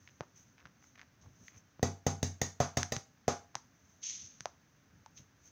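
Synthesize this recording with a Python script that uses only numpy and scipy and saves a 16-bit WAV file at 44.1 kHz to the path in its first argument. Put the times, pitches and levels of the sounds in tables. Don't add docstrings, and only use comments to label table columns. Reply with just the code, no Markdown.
import sys
import numpy as np
from scipy import signal
from scipy.fft import rfft, irfft
from scipy.io import wavfile
from scipy.ndimage import uniform_filter1d

SR = 44100
rng = np.random.default_rng(int(sys.argv[2]) if len(sys.argv) > 2 else 0)


def dump(signal):
    limited = np.clip(np.atleast_2d(signal).T, -1, 1)
    pcm = np.round(limited * 32767).astype(np.int16)
    wavfile.write(sys.argv[1], SR, pcm)


N = 242991
TIME = np.arange(N) / SR


def pats(palm_hz=450, palm_t60=0.02, air_t60=0.028,
         squelch_hz=1200, squelch_t60=0.0024, squelch_db=1.5, squelch_near_db=-8,
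         table_db=-0.5, touch_lead_s=0.0018, body_room_db=-0.5, smack_room_db=-6, spray_db=-4):
    # start_s, weight_db, palm_db, air_hz, air_db, smack_db, smack_length_s
    pat_hits = [(1.8293, -16, -16.5, 790, -20.5, -9.5, 0.0066),
                (2.0663, -17.5, -19.5, 794, -21, -9.5, 0.0094), (2.23, -19.5, -31, 684, -30, -8, 0.0055),
                (2.4166, -20.5, -25, 680, -27, -6.5, 0.0051),
                (2.6032, -20, -22.5, 709, -14.5, -13.5, 0.0062),
                (2.7717, -20.5, -40.5, 700, -20.5, -7, 0.0074), (2.9215, -29, -26, 643, -26, -10, .0091),
                (3.2806, -22.5, -16, 703, -15, -13, 0.0056)]
    # frequency_hz, level_db
    smack_tone = [(200, -16.5), (700, 7.5), (1300, -6), (1900, 9), (2700, 0.5), (3900, 2), (5600, -1.5),
                  (7000, 3), (9000, -2), (15000, 0)]
    # pitch_hz, level_db, t60_s
    table_modes = [(74, -34.5, 0.21), (91.8, -17, 0.5), (133, -11.5, 0.13), (152, -21.5, 0.37),
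                   (182.1, -32.5, .2), (242.6, -14, 0.2), (269, -33, 0.3), (414, -21.5, 0.19)]
    # pitch_hz, level_db, t60_s
    hollow_modes = [(565, -18, 0.11), (695, -20, 0.32), (791, -22, 0.31), (1220, -34.5, 0.15),
                    (1438, -45, 0.58)]
    # pitch_hz, level_db, t60_s
    bright_modes = [(1850, -37, 0.08), (2140, -37.5, 0.051), (3990, -50, 0.16), (5340, -48.5, 0.11),
                    (5970, -61.5, 0.22)]
    out = np.zeros(N)
    to_walls = np.zeros(N)
    click = signal.unit_impulse(SR // 2)
    for s, weight_db, palm_db, air_hz, air_db, smack_db, length in pat_hits:
        palm = from_db(palm_db) * ring(palm_hz, palm_t60)
        trapped_air = from_db(air_db) * ring(air_hz, air_t60)
        body = from_db(weight_db) * thud() + palm - trapped_air
        squelch = from_db(air_db + squelch_db) * ring(squelch_hz, squelch_t60, np.cos)
        wet = from_db(smack_db) * colour(smack(length), smack_tone)

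        ringing = from_db(weight_db + table_db) * modes(table_modes)
        ringing = ringing + from_db(air_db) * modes(hollow_modes)
        ringing = ringing + from_db(smack_db) * modes(bright_modes)
        add(out, s, body + ringing + from_db(squelch_near_db) * squelch)
        add(out, s - touch_lead_s, wet)

        spray = from_db(smack_db + spray_db) * colour(click, smack_tone)
        add(to_walls, s, from_db(body_room_db) * (body + squelch) + from_db(smack_room_db) * wet + spray)
    return out + room(to_walls)


def thud(hz=170, t60=0.016, lowest_hz=70):
    return thin(ring(hz, t60), lowest_hz)


def smack(length_s, grain_db=6.5, echo_s=0.001073, echo_db=-4):
    t = TIME[:SR // 2]
    contacts = rng.standard_normal(len(t)) * from_db(grain_db * rng.standard_normal(len(t)))
    burst = contacts * t * np.exp(-3 * (t / length_s) ** 2)
    echo = np.interp(t - echo_s, t, burst)
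    burst = burst + from_db(echo_db) * echo
    return burst / np.linalg.norm(burst)


def modes(table, vary_db=3.0, detune_octaves=0.025):
    chance = rng.standard_normal((len(table), 2))
    total = 0
    for (hz, db, t60), (strength, shift) in zip(table, chance):
        pitch_hz = hz * 2 ** (detune_octaves * shift)
        total = total + from_db(db + vary_db * strength) * ring(pitch_hz, t60)
    return total


def pops(settle_hz=130, settle_t60=0.052, leak_ratio=0.37):
    # start_s, ring_db, pitch_hz, cycles, snap_db, brightness_hz, thud_db
    air_pockets = [(0.0756, -37.5, 2070, 9.1, -47, 3530, -51), (0.2078, -25, 507, 3.2, -8, 1710, -35.5),
                   (.655, -36, 1450, 11, -54, 3440, -41), (0.9945, -36.5, 1790, 7.6, -64, 3500, -54),
                   (1.015, -36.5, 1900, 5.3, -41, 4230, -52), (1.4822, -36.5, 2000, 17, -54, 6400, -75),
                   (1.7951, -45, 528, 1.8, -10, 700, -38.5), (2.831, -20, 1580, 8.3, -9.5, 8050, -53),
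                   (2.9655, -22, 1610, 1.6, -16.5, 6640, -28), (3.554, -24.5, 866, 8.5, -12.5, 7000, -38),
                   (4.407, -35, 1560, 7, -21.5, 7840, -40.5), (4.4569, -20.5, 679, 7.9, -23.5, 6000, -48),
                   (5.0616, -41.5, 886, 19, -38, 6900, -66)]
    out = np.zeros(N)
    settle = ring(settle_hz, settle_t60)
    click = signal.unit_impulse(SR // 2)
    for s, ring_db, hz, cycles, snap_db, bright_hz, thud_db in air_pockets:
        pocket = thin(ring(hz, cycles / hz, np.cos), leak_ratio * hz)
        burst = from_db(snap_db) * click + from_db(ring_db) * pocket
        add(out, s, soften(burst, bright_hz) - from_db(thud_db) * settle)
    return out


def crackle(per_s=260, spread_octaves=0.5, t60=0.0026, spread_db=3):
    # start_s, length_s, base_db, middle_pitch_hz
    squeezes = [(.078, 0.018, -53.5, 2120), (.21, 0.026, -47, 800), (0.576, 0.058, -57.5, 1820),
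                (0.651, 0.021, -53, 1760), (.823, 0.022, -57.5, 1300), (0.954, 0.081, -55, 2020),
                (1.219, .047, -58.5, 690), (1.475, 0.1, -63, 1920), (3.544, 0.026, -47.5, 1220),
                (4.456, 0.022, -52.5, 834)]
    out = np.zeros(N)
    for start, length, db, hz in squeezes:
        for when, size, strength in rng.random((int(per_s * length), 3)):
            pitch_hz = hz * 2 ** (spread_octaves * (2 * size - 1))
            level_db = db + spread_db * (2 * strength + 2)
            add(out, start + when * length, from_db(level_db) * ring(pitch_hz, t60))
    return out


def friction(grain_db=-3.0, flutter_db=1.56, palm_db=-7, finger_db=-9):
    # full_grip_s, level_db, rise_s, hold_s, fall_s
    palm_rubs = [(1.215, -66, 0.0074, 0.0036, 0.075), (4.034, -41.5, 0.013, 0.07, .225),
                 (5.172, -54.5, 0.0082, 0.0061, 0.035)]
    # peak_s, level_db, rise_s, fall_s
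    finger_brushes = [(.03, -66.5, .15, 0.47), (.372, -55.5, 0.029, 0.15), (.84, -61.5, 0.053, 0.18),
                      (1.485, -55, 0.16, 0.056), (1.58, -56, .05, 0.038), (3.92, -66.5, 0.41, 0.3),
                      (5.18, -54, 0.041, 0.069), (5.46, -55.5, 0.07, 0.091)]
    # frequency_hz, level_db
    palm_tone = [(300, -31), (1400, -15.5), (2100, -2), (3200, 2.5), (5000, -2), (6500, 5), (9000, -17),
                 (15000, -28)]
    # frequency_hz, level_db
    finger_tone = [(300, -44), (2000, 2), (5000, -5.5), (6200, 6), (9000, -8), (15000, 0)]
    slips = rng.standard_normal(N) * from_db(grain_db * rng.standard_normal(N))
    flutter = rms_one(uniform_filter1d(rng.standard_normal(N), size=200))
    sliding = slips * from_db(flutter_db * flutter)
    rubs = sum(gesture(s, db, rise, fall, hold) for s, db, rise, hold, fall in palm_rubs)
    brushes = sum(gesture(s, db, rise, fall) for s, db, rise, fall in finger_brushes)
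    palm = from_db(palm_db) * rubs * rms_one(colour(sliding, palm_tone))
    fingers = from_db(finger_db) * brushes * rms_one(colour(sliding, finger_tone))
    return palm + fingers


def kneading(resting_db=-66, level_db=3):
    # peak_s, level_db, rise_and_fall_s
    hand_presses = [(.65, -60, 0.079), (1.265, -51, 0.099), (1.425, -50.5, 0.043), (1.57, -56, 0.056),
                    (4.23, -54.5, 0.071), (4.95, -58, 0.12), (5.2, -50.5, 0.052)]
    # frequency_hz, level_db
    rumble_tone = [(30, -8), (90, 4.5), (170, 0), (300, -17), (700, -29), (3000, -51)]
    presses = sum(gesture(s, db, swell, swell) for s, db, swell in hand_presses)
    effort = np.hypot(from_db(resting_db), presses)
    rumble = rms_one(colour(rng.standard_normal(N), rumble_tone))
    return from_db(level_db) * effort * rumble


def gesture(s, db, rise, fall, hold=0, fade_db=20):
    before = np.maximum((s - TIME) / rise, 0)
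    after = np.maximum((TIME - s - hold) / fall, 0)
    return from_db(db - fade_db * np.minimum(before + after, 10))


def room(x, first_echo_s=0.0036, t60=0.27, lowest_hz=115):
    # frequency_hz, level_db
    room_tone = [(60, -36), (200, 3.5), (450, -5), (750, -6.5), (1200, 1.5), (2000, -4), (4000, -2),
                 (6500, 1.5), (15000, -10)]
    t = TIME[:SR // 2]
    decay = np.exp(-np.log(1000) * t / t60)
    tail = rng.standard_normal(len(t)) * decay * (t > first_echo_s)
    tail = thin(tail / np.linalg.norm(tail), lowest_hz)
    return colour(convolve(x, tail), room_tone)


def room_air(level_db=-66):
    # frequency_hz, level_db
    air_tone = [(25, 26), (90, 16.5), (170, 18.5), (270, 21.5), (380, 7.5), (900, 2), (1600, 5.5),
                (2400, -1), (5000, -10.5), (9000, -13.5), (15000, -4)]
    return from_db(level_db) * colour(rng.standard_normal(N), air_tone)


def suppress_rumble(x, below_hz=420, open_db=-47, range_db=7, depth_db=7):
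    bass = signal.sosfiltfilt(signal.butter(2, below_hz, fs=SR, output="sos"), x)
    power = np.abs(uniform_filter1d(bass ** 2, size=900))
    bass_db = 10 * np.log10(power + 1e-14)
    shut = np.clip((open_db - bass_db) / range_db, 0, 1)
    return x + bass * (from_db(-depth_db * shut) - 1)


def from_db(db):
    return 10 ** (np.asarray(db) / 20)


def rms_one(x):
    return x / np.sqrt(np.mean(x ** 2) + 1e-20)


def convolve(x, response):
    return signal.fftconvolve(x, response)[:len(x)]


def colour(x, spectrum, size=8192):
    hz, db = np.transpose(spectrum)
    grid = np.maximum(np.fft.rfftfreq(size, 1 / SR), 1)
    gain = from_db(np.interp(np.log(grid), np.log(hz), db))
    cepstrum = irfft(np.log(gain))
    cepstrum[1:size // 2] *= 2
    cepstrum[size // 2 + 1:] = 0
    return convolve(x, irfft(np.exp(rfft(cepstrum))))


def ring(hz, t60, wave=np.sin):
    t = TIME[:SR // 2]
    return wave(2 * np.pi * hz * t) * np.exp(-np.log(1000) * t / t60)


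def soften(x, hz):
    return signal.sosfilt(signal.butter(2, min(hz, 0.45 * SR), fs=SR, output="sos"), x + 1e-18)


def thin(x, hz):
    return signal.sosfilt(signal.butter(2, hz, "high", fs=SR, output="sos"), x + 1e-18)


def add(track, s, sound):
    start = round(s * SR)
    track[start:start + len(sound)] += sound[:N - start]


def scene(near_room_db=-14):
    near = pops() + crackle() + friction() + kneading()
    return (pats() + near + from_db(near_room_db) * room(near) + room_air())[None]


def record(dry, cutoff_hz=16200):
    # frequency_hz, level_db
    microphone = [(25, -32), (50, -8), (85, -1), (3000, -1), (4500, 2), (5500, 7), (6350, 14), (7100, -2.5),
                  (8000, -8.5), (10000, -12), (13500, -18.5), (15200, -2.5), (16000, -15.5)]
    heard = suppress_rumble(colour(dry[0], microphone))
    top_cut = signal.ellip(10, 0.1, 80, cutoff_hz, fs=SR, output="sos")
    return signal.sosfilt(top_cut, heard)[None]


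dry = scene()
out = record(dry)
dump(out)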